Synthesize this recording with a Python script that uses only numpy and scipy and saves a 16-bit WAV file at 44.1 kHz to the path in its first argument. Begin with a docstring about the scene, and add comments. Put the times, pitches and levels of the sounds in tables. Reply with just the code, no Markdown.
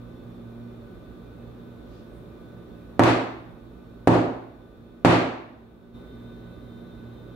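"""An appliance hums, whistles and whines faintly in a bare kitchen: noise, motor lines and a wavering drone.
Hands rustle as they reach for a metal cake pan full of batter: two soft swells of hiss.
The pan is knocked down three times on a table: a low thud, a rattle of tiny contacts and ringing modes,
with echoes and a diffuse tail on thud and rattle; a limiter ducks the loud blows.
The background sinks a step after each knock and comes back near the end with a stronger whine and whistle."""
import sys
import numpy as np
from scipy import signal
from scipy.fft import rfft, irfft
from scipy.io import wavfile
from scipy.ndimage import uniform_filter1d, minimum_filter1d

SR = 44100
rng = np.random.default_rng(int(sys.argv[2]) if len(sys.argv) > 2 else 0)


def inscribe(sig):
    """Save sig as 16-bit PCM at rate SR to the path in sys.argv[1].

    A 1-D sig is mono; a 2-D sig holds one channel per row.
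    Samples are clipped to [-1, 1] before scaling.
    """
    pcm = np.round(np.clip(np.atleast_2d(sig).T, -1, 1) * 32767)
    wavfile.write(sys.argv[1], SR, pcm.astype(np.int16))


N = 324135
TIME = np.arange(N) / SR
HZ = np.maximum(np.fft.rfftfreq(2 * SR, 1 / SR), 1)   # bins of a two-second spectrum
FINE_HZ = np.maximum(np.fft.rfftfreq(N, 1 / SR), 1)   # bins of the whole scene

# Pan base on the table. Each row: start in seconds, thud level in dB, contact brightness in Hz,
# pan ring in dB, table boom in dB.
KNOCK_ROWS = [(2.9941, 21.5, 1140, 2, -0.5), (4.0733, 20.5, 770, 1, 4), (5.048, 21, 1000, 1, 6)]


def from_db(db):
    """Decibels to gain."""
    return 10 ** (np.asarray(db) / 20)


def rms_one(x):
    """Scale to an rms of one."""
    return x / np.sqrt(np.mean(x ** 2))


def unit_energy(x):
    """Scale a burst to an energy of one."""
    return x / np.sqrt(np.sum(x ** 2))


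def at_hz(points, hz):
    """Read a table on a log-frequency axis."""
    point_hz, value = np.transpose(points)
    return np.interp(np.log(hz), np.log(point_hz), value)


def low_pass(x, hz, order):
    """Butterworth low-pass."""
    sos = signal.butter(order, min(hz, SR / 2 - 10), fs=SR, output="sos")
    return signal.sosfilt(sos, x)


def add(track, start_s, sound):
    """Mix a sound in at a time."""
    start = round(start_s * SR)
    track[..., start:start + sound.shape[-1]] += sound[..., :N - start]


def response(points, size=4096):
    """Causal (minimum-phase) impulse response with the given spectrum, by folding the cepstrum."""
    cepstrum = irfft(np.log(from_db(at_hz(points, HZ))))
    folded = 2 * cepstrum[:SR] * (np.arange(SR) > 0)
    return irfft(np.exp(rfft(folded, 2 * SR)))[:size]


def pan(hz):
    """Left and right gains: the bass leans to the right."""
    # Left against right. 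Each row: frequency in Hz, difference in dB.
    balance = [(60, -5), (110, -4.5), (200, -2), (380, -2.5), (700, 0), (15000, -0.5)]
    return from_db(np.array([[.5], [-.5]]) * at_hz(balance, hz))


def diffuse(hz):
    """Random stereo spectrum of a diffuse field: alike in the bass, unrelated in the treble."""
    # Each row: frequency in Hz, left-right correlation.
    likeness = [(60, 0.5), (130, 0.86), (290, 0.74), (640, 0.39), (1300, 0), (15000, 0.026)]
    alike = np.clip(at_hz(likeness, hz), -.99, .99)
    mid, side = rng.standard_normal((2, len(hz))) + 1j * rng.standard_normal((2, len(hz)))
    shared = np.sqrt(1 + alike) * mid
    opposed = np.sqrt(1 - alike) * side * [[1], [-1]]
    return pan(hz) * (shared + opposed) / 2


def returned(start_s=5.935, fade_s=0.017):
    """Goes from 0 to 1 as the background comes back."""
    return np.clip((TIME - start_s) / fade_s, 0, 1)


def background_level_db(full_db=3.5, sink_db=2.0, sink_s=.4):
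    """Level of the background: a step down after every knock, all undone at the return."""
    steps = sum(np.clip((TIME - knock[0]) / sink_s, 0, 1) for knock in KNOCK_ROWS)
    return full_db - sink_db * steps * (1 - returned())


def change_at_return(before_db, after_db):
    """Gain that moves from one level to another at the return."""
    return from_db(before_db + (after_db - before_db) * returned())


def rush(rms_db=-48.5):
    """Fan rush and room air: diffuse noise with a fixed colour; rms before the background level."""
    # Each row: frequency in Hz, relative level in dB.
    air = [(25, -18), (55, 3.5), (80, -3), (170, -3.5), (350, -0.5), (520, -7.5), (850, -18), (1250, -18),
           (2000, -29), (3000, -33.5), (3700, -29.5), (4900, -41), (8500, -46.5), (13000, -42.5)]
    noise = irfft(diffuse(FINE_HZ) * from_db(at_hz(air, FINE_HZ)), N)
    return from_db(rms_db) * rms_one(noise)


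def tones(lines, steady):
    """Motor tones, each a line plus a narrow band of noise; steady = line against waver."""
    clean, waver = np.zeros(len(FINE_HZ), complex), 0
    for centre_hz, level_db, width_hz in lines:
        phase = 2 * np.pi * rng.random()
        clean[round(centre_hz * N / SR)] += from_db(level_db) * np.exp(1j * phase)
        band = 1 / (1 + ((FINE_HZ - centre_hz) / width_hz) ** 2)
        waver = waver + from_db(level_db) * unit_energy(band)
    spectrum = steady * pan(FINE_HZ) * clean + diffuse(FINE_HZ) * waver
    return irfft(spectrum, N) * N / np.sqrt(2) / np.hypot(steady, 1)


def drone(motor_hz=58.8, wander_hz=0.597, size=9000, beat_share=0.34, beat_hz=5.3):
    """Motor harmonics at a slightly unsteady speed; each wavers at random about their common level."""
    # Relative levels in dB of the second and fourth harmonics.
    harmonic_db = [-55, -54]
    # Slow swells and fades. 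Each row: time in seconds, gain in dB.
    swell = [(0, 7.5), (.12, -3), (.45, 5.5), (.8, 4), (1.02, -5), (1.2, -0.5), (1.9, 0.5), (2.9, -2.5),
             (5.9, 0.5), (6.25, 4), (6.6, -2), (6.85, 4), (7.35, 1.5)]
    wander = rms_one(uniform_filter1d(rng.standard_normal(N), size))
    turn = 2 * np.pi * np.cumsum(motor_hz + wander_hz * wander) / SR
    out = 0
    for k, level_db in zip((2, 4), harmonic_db):
        slow_noise = irfft(rfft(rng.standard_normal(N)) / (1 + (FINE_HZ / beat_hz) ** 4), N)
        beat = beat_share * rms_one(slow_noise)
        harmonic = rms_one((1 + beat) * np.sin(k * turn))
        out = out + from_db(level_db) * pan(k * motor_hz) * harmonic
    return from_db(np.interp(TIME, *np.transpose(swell))) * out


def background():
    """Rush, hum, drone, whistle and thin whine; the last two are stronger after the return."""
    # The appliance's tones. Each row: frequency in Hz, relative level in dB, waver half-width in Hz.
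    hum_lines = [(58.5, -61, 4), (178.8, -59, 5.4), (575, -67.5, 20), (1190, -72.5, 19), (2410, -82.5, 14),
                 (2595, -84, 12), (3530, -79, 9.3), (3806, -87.5, 12), (4370, -90, 8), (5530, -94, 6.3)]
    whine_lines = [(2040, -81.5, 14), (3140, -81, 42), (3626, -71, 12), (3800, -80.5, 100), (4000, -79, 25)]
    whistle_lines = [(1497, -69.5, 9)]
    hum = tones(hum_lines, steady=0.73)
    whine = change_at_return(before_db=-12, after_db=-1) * tones(whine_lines, steady=1.35)
    whistle = change_at_return(before_db=-1, after_db=1.5) * tones(whistle_lines, steady=1.9)
    return from_db(background_level_db()) * (rush() + hum + whistle + whine + drone())


def rustles(width_hz=1800):
    """Hands reach for the pan and grip it: soft swells of band-limited hiss."""
    # Each row: centre time in seconds, peak rms in dB, length in seconds, centre frequency in Hz.
    swishes = [(1.964, -66, 0.1, 3800), (2.17, -75, 0.065, 9500)]
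    out = 0
    for centre_s, level_db, length_s, centre_hz in swishes:
        band = 1 / (1 + ((FINE_HZ - centre_hz) / width_hz) ** 2)
        hiss = rms_one(irfft(diffuse(FINE_HZ) * band, N))
        out = out + from_db(level_db) * hiss * np.exp(-((TIME - centre_s) / length_s) ** 2)
    return out


def thuds(bend_hz=650, bend_width_hz=900):
    """The heavy pan gives the table one push; a flatter, softer landing is duller."""
    # Table top's answer to a push. Each row: frequency in Hz, relative level in dB.
    push_colour = [(20, -37), (40, -16), (60, -13), (90, -4.5), (180, -4.5), (270, 4.5), (480, -1),
                   (700, 1), (950, -5), (1400, -10), (2000, -15), (3000, -19.5), (5000, -29), (15000, -50)]
    out = np.zeros((2, N))
    # all-pass: bending waves travel at unequal speeds and draw the push out into a few swings
    radius = np.exp(-np.pi * bend_width_hz / SR)
    poles = [1, -2 * radius * np.cos(2 * np.pi * bend_hz / SR), radius ** 2]
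    table = signal.lfilter(poles[::-1], poles, response(push_colour))
    for start_s, level_db, contact_hz, _, _ in KNOCK_ROWS:
        push = unit_energy(low_pass(table, contact_hz, order=2))
        add(out, start_s, -from_db(level_db) * push)
    return out


def rattles(size=8192, count=4):
    """A quickly dying swarm of tiny metal contacts all round the base, different on each side."""
    # Base chatter on landing. Each row: start in seconds, level in dB, t60 in seconds, brightness in Hz.
    chatter = [(2.9945, 5, 0.016, 14100), (3.0356, 8.5, 0.03, 6030), (3.043, 0, 0.014, 11930),
               (4.0732, 3, 0.11, 12000), (5.048, 12.5, 0.26, 5360)]
    # Colour of the metal contacts. Each row: frequency in Hz, relative level in dB.
    metal_colour = [(300, 0), (1200, 3), (1900, 1.5), (2500, -0.5), (3200, -6), (4300, -7), (5200, -14),
                    (7300, -13.5), (11000, -19), (15500, -25)]
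    out, metal = np.zeros((2, N)), response(metal_colour)
    for start_s, level_db, t60_s, bright_hz in chatter:
        fade = from_db(-60 * TIME[:size] / t60_s)
        for side in out:
            contacts = rng.standard_normal(size) * fade
            for _ in range(count):   # flatten the spectrum so no pitch stands out, keep the swarm short
                flat = irfft(np.exp(1j * np.angle(rfft(contacts))))
                contacts = flat * fade ** (1 / count)
            swarm = low_pass(signal.fftconvolve(contacts, metal), bright_hz, order=1)
            add(side, start_s, from_db(level_db) * unit_energy(swarm))
    return out


def ringing(scatter_db=1.06, spread_hz=800, swell_s=0.0024):
    """Every knock rings the same modes; the higher ones reach the two sides out of step."""
    # Pan and table together. Each row: frequency in Hz, relative level in dB, t60 in seconds.
    modes = [(104, -22, .35), (117, -14.5, .5), (149, -27, .5), (175, -16.5, .42), (256, -21.5, .72),
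             (267, -21.5, .72), (290, -25, .65), (308, -24, .65), (335, -18, .68), (365, -23, .65),
             (408, -25.5, .55), (458, -23, .55), (492, -28, .5), (555, -29, .55), (600, -22, .58),
             (689, -27, .5), (744, -25.5, .65), (818, -28, .55), (899, -25.5, .62), (969, -29, .6),
             (1168, -28, .68), (1197, -33, .55), (1316, -35, .6), (1575, -37.5, .5), (1732, -36.5, .55),
             (1935, -37.5, .4), (2420, -44, .4)]
    out, t = np.zeros((2, N)), TIME[:SR]
    for start_s, _, contact_hz, ring_db, boom_db in KNOCK_ROWS:
        for k, (hz, mode_db, t60_s) in enumerate(modes):
            strength, skew = rng.standard_normal(2)
            phase = skew * min(hz / spread_hz, 2) * np.array([[.5], [-.5]])
            # how hard the table's second pair of modes booms depends on where the pan lands
            blow_db = boom_db if 140 < hz < 200 else ring_db
            softness = np.hypot(1, hz / contact_hz / 2)
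            gain = (-1) ** k * from_db(blow_db + mode_db + scatter_db * strength) / softness
            envelope = from_db(-60 * t / t60_s) * (1 - np.exp(-t / swell_s))
            add(out, start_s, gain * pan(hz) * np.sin(2 * np.pi * hz * t + phase) * envelope)
    return out


def kitchen(x, echo_db, tail_db, build_s, count=18):
    """Direct sound, three near echoes, and a diffuse tail whose treble dies first."""
    # Near surfaces. Each row: delay in seconds, left level in dB, right level in dB.
    echoes = [(.0042, -18, -10), (.0072, -25, -13), (0.01, -11, -7.5)]
    # Reverberant colour. Each row: frequency in Hz, relative level in dB.
    tail_colour = [(60, 1), (120, -7.5), (200, -7), (340, -3), (700, -3.5), (1400, 5), (3000, 7), (6000, 6),
                   (14000, 1)]
    # Reverberation time. Each row: frequency in Hz, t60 in seconds.
    tail_t60 = [(80, 0.54), (300, 0.72), (1000, 0.72), (2700, 0.64), (4200, 0.59), (7000, 0.48),
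                (14000, 0.32)]
    t, tail = TIME[:SR], 0
    field = diffuse(HZ) * from_db(at_hz(tail_colour, HZ))
    centres_hz = np.geomspace(50, 16000, count)
    for hz, share in zip(centres_hz, np.eye(count)):   # overlapping triangular bands
        weight = np.interp(np.log(HZ), np.log(centres_hz), share)
        band = irfft(field * weight)[:, :SR]
        tail = tail + band * from_db(-60 * t / at_hz(tail_t60, hz))
    impulse = tail * from_db(tail_db) * (1 - np.exp(-t / build_s))
    impulse[:, 0] += 1   # direct sound
    for delay_s, left_db, right_db in echoes:
        impulse[:, round(delay_s * SR)] += from_db(echo_db) * from_db([left_db, right_db])
    return signal.fftconvolve(x, impulse, axes=1)[:, :N]


def scene():
    """Knocks over the appliance; the wide table top stirs the room more than the pan does."""
    table = kitchen(thuds(), echo_db=-2.0, tail_db=21.0, build_s=0.0044)
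    metal = kitchen(rattles(), echo_db=-4, tail_db=15.5, build_s=0.02)
    return background() + rustles() + table + metal + ringing()


def limiter(x, threshold_db=-11.0, attack_s=0.0068, release_db_per_s=90, size=350):
    """The gain ducks when the level passes a threshold and climbs back steadily."""
    power = signal.lfilter(np.ones(size) / size, 1, np.mean(x ** 2, axis=0))
    over_db = np.maximum(10 * np.log10(power + 1e-12) - threshold_db, 0)
    release_db = release_db_per_s * TIME
    held_db = np.maximum.accumulate(over_db + release_db) - release_db
    r = np.exp(-1 / (attack_s * SR))
    return x * from_db(-signal.lfilter([1 - r], [1, -r], held_db))


def catch_peaks(x, size=101):
    """A brief, smooth dip in gain keeps each peak within full scale."""
    room_left = 1 / np.maximum(np.abs(x).max(axis=0), 1)
    return x * uniform_filter1d(minimum_filter1d(room_left, size), size)


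def record(dry, cutoff_hz=15750):
    """Limiter, peak catcher, steep top cut."""
    level = .98 * catch_peaks(limiter(dry))
    top_cut = signal.ellip(12, .1, 80, cutoff_hz, fs=SR, output="sos")
    return signal.sosfilt(top_cut, level)


dry = scene()
out = record(dry)
inscribe(out)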